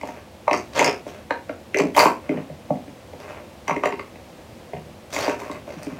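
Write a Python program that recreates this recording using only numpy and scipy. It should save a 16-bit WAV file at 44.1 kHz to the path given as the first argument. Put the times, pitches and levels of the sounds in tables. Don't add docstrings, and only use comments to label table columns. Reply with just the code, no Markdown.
import sys
import numpy as np
from scipy import signal
from scipy.fft import rfft, irfft
from scipy.io import wavfile
from scipy.ndimage import uniform_filter1d

SR = 44100
rng = np.random.default_rng(int(sys.argv[2]) if len(sys.argv) > 2 else 0)


def to_wav(sig):
    pcm = np.clip(np.atleast_2d(sig), -1, 1) * 32767
    pcm = np.round(pcm).astype(np.int16)
    wavfile.write(sys.argv[1], SR, pcm.T)


N = 264451
T = np.arange(N) / SR
RING_T = T[:SR // 3]

LEAD_IN_S = 0.012
IMPACT = int(LEAD_IN_S * SR) + SR // 2000
CASE_HZ, RESTING_CASE_HZ = 790, 583
THUD_HZ = 329.4
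EDGE_HZ, EDGE_T60_S = 4000, 0.025


def undb(db):
    return 10 ** (np.asarray(db) / 20)


def unit(x):
    return x / np.sqrt(np.mean(x ** 2))


def blow(x):
    return x / np.sqrt(np.sum(x ** 2) / (SR * 0.01))


def fade(t, t60_s):
    return np.exp(-np.log(1000) * t / np.maximum(t60_s, 1e-4))


def add(out, start_s, x):
    i = int(np.clip(start_s * SR, 0, N - 1))
    out[i:i + len(x)] += x[:N - i]


def colour(x, points):
    hz, db = np.transpose(points)
    size = 4096
    f = np.maximum(np.arange(size // 2 + 1) * SR / size, 1)
    gain = undb(np.interp(np.log(f), np.log(hz), db))
    cepstrum = irfft(np.log(gain))
    cepstrum[1:size // 2] *= 2
    cepstrum[size // 2 + 1:] = 0
    impulse_response = irfft(np.exp(rfft(cepstrum)))
    return signal.fftconvolve(x, impulse_response)[:len(x)]


def ring(modes):
    total = np.zeros(len(RING_T))
    for hz, db, t60_s in modes:
        total += undb(db) * np.sin(2 * np.pi * hz * RING_T) * fade(RING_T, t60_s)
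    return blow(total)


def resonate(x, hz, q):
    b, a = signal.iirpeak(np.clip(hz, 30, SR / 3), max(q, 0.8), fs=SR)
    return signal.lfilter(b, a, x)


def shell(force, hz, spread, q):
    pair = resonate(resonate(force, hz / spread, q), hz * spread, q)
    band_hz = [hz * 0.48, min(hz * 1.45, SR / 3)]
    sos = signal.butter(3, band_hz, "bandpass", fs=SR, output="sos")
    return blow(signal.sosfilt(sos, pair))


def contact(chatter_db, chatter_t60_s):
    size = len(RING_T)
    after_s = np.maximum(RING_T - LEAD_IN_S, 0)
    lead_in = blow(rng.standard_normal(size) * RING_T * (after_s == 0))
    swell = 1 - fade(after_s, 0.0024)
    chatter = blow(rng.standard_normal(size) * swell * fade(after_s, chatter_t60_s))
    impact = blow(signal.unit_impulse(size, IMPACT))
    return impact + undb(chatter_db) * chatter + undb(-17) * lead_in


def edge_tick(hz, t60_s, grit_db):
    # (frequency [Hz], relative level [dB])
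    grit_spectrum = [(700, -55), (2000, -32), (3400, -14.5), (4700, 7), (7000, 2), (9000, -5),
                     (10500, -12.5), (12500, -8), (16000, -24)]
    pair = ring([(hz * 0.985, 0, t60_s), (hz * 1.03, -3, t60_s)])
    delayed = np.pad(pair, (IMPACT, 0))[:len(pair)]
    ping = blow(resonate(delayed, hz, 8.9))
    grit = blow(colour(contact(chatter_db=33, chatter_t60_s=0.0077), grit_spectrum))
    return blow(ping + undb(grit_db) * grit)


def knock(thud_db, body_db, lid_db, edge_db, chatter_db, grit_db,
          thud_hz=THUD_HZ, body_hz=CASE_HZ, edge_hz=EDGE_HZ, edge_t60_s=EDGE_T60_S):
    force = contact(chatter_db, chatter_t60_s=0.024)
    thud_lag = int(0.0014 * SR)
    thud = shell(force, thud_hz, spread=0.81, q=1.99)
    thud = np.pad(thud, (thud_lag, 0))[:len(force)]
    body = shell(force, body_hz, spread=1.18, q=1.7)
    lid_hz = 2180 * (1 + 0.018 * rng.standard_normal())
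    lid = shell(force, lid_hz, spread=1.018, q=3.05)
    edge = edge_tick(edge_hz, edge_t60_s, grit_db)
    return undb(thud_db) * thud + undb(body_db) * body + undb(lid_db) * lid + undb(edge_db) * edge


def knocks():
    events = [(0.033, -30, 760, -15, -7), (0.087, -34, 700, -10, -5), (0.479, -15.5, 840, -13.5, -38),
              (0.511, -20.5, 770, -3.5, -6), (0.539, -25, 1010, -3, -1), (0.799, -25.5, 766, 2, -12),
              (0.8151, -16.5, 813, -22, -6), (0.826, -28.5, 800, 2, -12), (0.879, -28.5, 700, -13, 1.5),
              (1.065, -34, 580, -18, -5.5), (1.3064, -25.5, 1265, -6, -32), (1.308, -24, 674, -38, -11.5),
              (1.4934, -36.5, 1350, -3, -4), (1.495, -28.5, 537, -20, -6), (1.799, -27, 990, -0.5, -12),
              (1.9685, -15.5, 700, -12, -17), (1.978, -12, 760, -11, -18.5), (1.999, -14.5, 915, -4, -20),
              (2.03, -15.5, 735, -21, -22), (2.051, -37, 910, -24, 0), (2.056, -12.5, 886, -22, -7.5),
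              (2.065, -18, 800, -7.5, -9), (3.68, -27.5, 900, -3.5, -9), (3.695, -21, 920, -10, -24),
              (3.708, -23.5, 850, -22, -10), (3.8354, -22, 910, -7, -10), (3.856, -21, 796, -4.5, -6.5),
              (3.924, -32, 890, -2.5, 1.5), (3.994, -37, 1010, 2, -3), (4.157, -46.5, 660, -1, -16),
              (5.278, -26.5, 700, -25, 0), (5.417, -37.5, 890, -6, -1), (5.497, -37.5, 920, -13, 4),
              (5.703, -38, 590, -8, -11)]
    out = np.zeros(N)
    for time_s, case_db, case_hz, lid_re_db, thud_re_db in events:
        lid_db = case_db + lid_re_db
        sound = knock(case_db + thud_re_db, case_db, lid_db, lid_db - 17,
                      chatter_db=-2 - 0.1 * case_db, grit_db=0, body_hz=case_hz)
        add(out, time_s - LEAD_IN_S, sound)
    return out


def set_downs():
    # (time [s], thud level [dB], thud pitch [Hz], hollow body [dB re thud], lid clack [dB re thud])
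    events = [(1.7443, -25.5, 390, -17, 5.5), (1.763, -25.5, 400, -0.5, -10), (1.773, -34, 382, -6, -18),
              (1.791, -18, 382, -9, -10.5), (1.803, -23.5, 264, -1.5, -7), (1.836, -22, 253, -6, -36),
              (1.852, -33, 231, -3, -29), (2.292, -21, 274, -9, -11), (2.312, -24, 333, -19, -34),
              (2.339, -25, 262, -9.5, -37), (2.372, -34.5, 213, 1, -6), (2.498, -39, 174, -0.5, -15),
              (2.704, -22, 233, 2, -31), (2.755, -42, 225, -20, -11), (2.878, -39, 236, -8, -13),
              (3.133, -42, 194, 2.5, -10), (3.708, -31.5, 197, -4, 2), (3.7631, -27, 350, -3, -4),
              (4.733, -39, 148, 9, -4), (4.764, -39.5, 149, -4, -6.5), (5.676, -38.5, 301, 1.5, -17),
              (5.764, -37, 218, -21, -24), (5.867, -28.5, 330, -11, -17), (5.923, -35, 223, -14, -25)]
    out = np.zeros(N)
    for time_s, thud_db, thud_hz, body_re_db, lid_re_db in events:
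        lid_db = thud_db + lid_re_db
        sound = knock(thud_db, thud_db + body_re_db, lid_db, lid_db - 23.5,
                      chatter_db=1 - 0.1 * thud_db, grit_db=6, thud_hz=thud_hz, body_hz=RESTING_CASE_HZ)
        add(out, time_s - LEAD_IN_S, sound)
    return out


def clicks():
    events = [(0.01, -53.5, 7800, .012, 14.5, 3), (0.5306, -32, 5470, 0.0065, 8, 2),
              (0.5743, -39.5, 6370, 0.0069, -1, 1), (0.792, -25.5, 6960, 0.017, 8, 1.5),
              (0.8445, -23, 5290, 0.018, -0.5, -0.5), (0.877, -30, 5210, 0.022, 4, -19),
              (1.307, -40, 4090, 0.017, 6.5, -27), (1.7715, -34, 6100, 0.0036, 3, -8),
              (1.7864, -32.5, 5030, .008, 4, 12), (1.948, -37.5, 3180, 0.022, 4, -23),
              (1.969, -43, 4060, .012, -4, 14), (1.9916, -19.5, 4580, 0.044, -0.5, 4),
              (2.005, -26, 4770, 0.054, 6.5, 14), (2.05, -36, 7500, 0.011, 0, -2),
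              (3.679, -38.5, 6050, 0.014, 10, -4), (3.857, -42, 7170, .01, 11, 1),
              (5.142, -38.5, 7100, 0.049, 3, -11), (5.163, -36, 6700, .012, 11, 8),
              (5.207, -39, 4370, .013, 2, -16), (5.23, -42, 5560, .013, 1, -12),
              (5.245, -37.5, 4800, 0.0091, -7, -17), (5.514, -45.5, 3900, .012, 3, 2),
              (5.831, -44.5, 5060, .012, -4, 15)]
    out = np.zeros(N)
    for time_s, edge_db, edge_hz, t60_s, case_re_db, grit_db in events:
        behind_db = edge_db + case_re_db
        sound = knock(behind_db - 10.5, behind_db - 5, behind_db, edge_db,
                      chatter_db=1.5, grit_db=grit_db, edge_hz=edge_hz, edge_t60_s=t60_s)
        add(out, time_s - LEAD_IN_S, sound)
    return out


def friction(t, slips_per_s, hiss_db, tilt_db_per_octave):
    # (frequency [Hz], relative level [dB])
    rub_spectrum = [(40, -75), (100, 0.5), (150, -9), (300, -4), (420, 3), (600, 6), (1150, -2), (1450, -1),
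                    (2000, -2.5), (2600, -2), (3400, -21), (6000, -53.5)]
    scrape_spectrum = [(1500, -66), (3200, 6), (4500, 2.5), (6000, 4.5), (7300, -0.5), (9000, -5.5),
                       (10500, -8), (12500, -6.5), (16000, -15)]
    size = len(t)
    slip_gain = undb(4.5 * rng.standard_normal(size).clip(-2, 2))
    slipping = rng.random(size) < slips_per_s / SR
    slips = slipping * rng.choice([-1, 1], size) * slip_gain
    body = unit(colour(slips, rub_spectrum))
    grit = signal.fftconvolve(slips, fade(RING_T, 0.008))[:size] * rng.standard_normal(size)
    tilted = [(hz, db + tilt_db_per_octave * np.log2(hz)) for hz, db in scrape_spectrum]
    hiss = unit(colour(grit, tilted))
    return body + undb(hiss_db) * hiss


def strokes():
    # (start [s], length [s], swell [s], body level after the swell [dB],
    #  edge hiss at the start [dB re body], hiss tilt [dB/octave])
    events = [(0.0, 0.19, 0.0037, -48.5, -6.5, 3), (0.748, 0.13, 0.037, -24.5, -4.5, -5.5),
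              (1.059, .12, 0.013, -48, -4.5, 1), (1.963, 0.081, 0.004, -23, -2, 4.5),
              (2.239, 0.15, 0.019, -44, -30, 0), (3.18, .2, 0.082, -43.5, -10, -1),
              (3.682, 0.012, .004, -35, -21, 1), (3.833, 0.056, 0.0087, -36.5, -15, -2),
              (5.123, 0.18, 0.1, -29, -2, -0.5), (5.387, 0.17, 0.0076, -44, -7, 3),
              (5.669, 0.93, 0.0083, -47, -10, -1)]
    brush_s, brush_db = 0.02, -13
    grip_s, swell_db, release_t60_s = 0.0022, 7, 0.18
    out = np.zeros(N)
    t = T[:SR // 2] - brush_s
    for start_s, length_s, swell_s, level_db, hiss_start_db, tilt_db_per_octave in events:
        grip_curve_db = np.interp(t, [0, grip_s], [brush_db, 0])
        swell_curve_db = np.interp(t, [0, max(swell_s, 1e-3)], [-swell_db, 0])
        release = fade(np.maximum(t - length_s, 0), release_t60_s)
        pressure = undb(level_db + grip_curve_db + swell_curve_db) * release
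        slips_per_s = 3600 * 2 ** (level_db / 15)
        hiss_db = hiss_start_db - 15 * np.clip(t / length_s, 0, 1)
        rub = friction(t, slips_per_s, hiss_db, tilt_db_per_octave)
        add(out, start_s - brush_s, pressure * rub)
    return out


def tabletop(x):
    # (frequency [Hz], relative level [dB], t60 [s])
    modes = [(151, 3.5, 0.16), (196, -0.5, 0.47), (271.6, -2.5, 0.45), (411, -5.5, 0.059),
             (610, -1.5, 0.041), (720, -12, 0.3), (940, 3, 0.13), (1037, -1, 0.067), (1103, 1, 0.051),
             (1270, -24, 0.054), (1553, -11, 0.12), (2200, -23, 0.16), (2460, -13, 0.05), (4620, 3, 0.066)]
    x = signal.sosfilt(signal.butter(2, 90, "highpass", fs=SR, output="sos"), x)
    ringing = np.zeros(N)
    for hz, db, t60_s in modes:
        q = np.pi * hz * t60_s / np.log(1000)
        ringing += undb(db) * resonate(x, hz, q)
    return x + undb(1.5) * ringing


def bumps():
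    # (time [s], level before the soft onset [dB])
    events = [(4.735, -35), (4.811, -41), (5.678, -40.5)]
    # (frequency [Hz], relative level [dB], t60 [s])
    furniture_modes = [(76, 6.3, 0.57), (153.7, 2, 1)]
    out = np.zeros(N)
    boom = ring(furniture_modes) * (1 - fade(RING_T, 0.044))
    for time_s, db in events:
        add(out, time_s, undb(db) * boom)
    return out


def room(x):
    # (frequency [Hz], relative level [dB], t60 [s])
    tail_bands = [(101, 7, 0.11), (253, 0, 0.42), (700, -2, 0.21), (1940, -5, 0.27), (5040, -1.5, 0.21),
                  (14000, -8, .19)]
    # (frequency [Hz], level [dB re direct])
    echo_spectrum = [(300, -9), (900, -9.5), (2000, -10.5), (5000, -8.5), (14000, -6)]
    ceiling_s, trip_loss_db = 0.01667, 3.6
    t = T[:SR // 2]
    hz, db, t60_s = np.transpose(tail_bands)
    noise = rfft(rng.standard_normal(len(t)))
    log_f = np.log(np.maximum(np.arange(len(noise)) * SR / len(t), 1))
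    tail = np.zeros(len(t))
    for band, level_db, decay_s in zip(np.eye(len(hz)), db, t60_s):
        band_noise = irfft(noise * np.interp(log_f, np.log(hz), band), len(t))
        shape = fade(t, decay_s) * (1 - fade(t, 0.0044))
        tail += undb(level_db) * band_noise * shape / np.linalg.norm(shape)
    flutter = np.zeros(len(t))
    for trip in range(1, 10):
        flutter[round(trip * ceiling_s * SR)] = undb(-trip_loss_db * (trip - 1))
    return x + signal.fftconvolve(x, tail + colour(flutter, echo_spectrum))[:N]


def walk(steps_per_s):
    k = int(SR / steps_per_s)
    steps = np.repeat(rng.standard_normal(N // k + 1), k)
    return unit(uniform_filter1d(steps, k)[:N])


def ventilation():
    # (frequency [Hz], relative level [dB])
    air_spectrum = [(12, -94), (20, -38), (77, 2), (182, -6), (216, 0.5), (293, -7.5), (337, -3),
                    (446, -11.5), (485, -2), (642, -6.5), (1370, -19), (2530, -20), (16000, -37.5)]
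    level_db = -43.5 + 0.5 * walk(1.88)
    return undb(level_db) * unit(colour(rng.standard_normal(N), air_spectrum))


def scene():
    handling = knocks() + set_downs() + clicks() + strokes()
    return (room(tabletop(handling) + bumps()) + ventilation())[None]


def record(dry):
    top_hz = 15900
    sos = signal.ellip(10, 0.2, 80, top_hz, fs=SR, output="sos")
    return signal.sosfilt(sos, np.tanh(dry))


dry = scene()
out = record(dry)
to_wav(out)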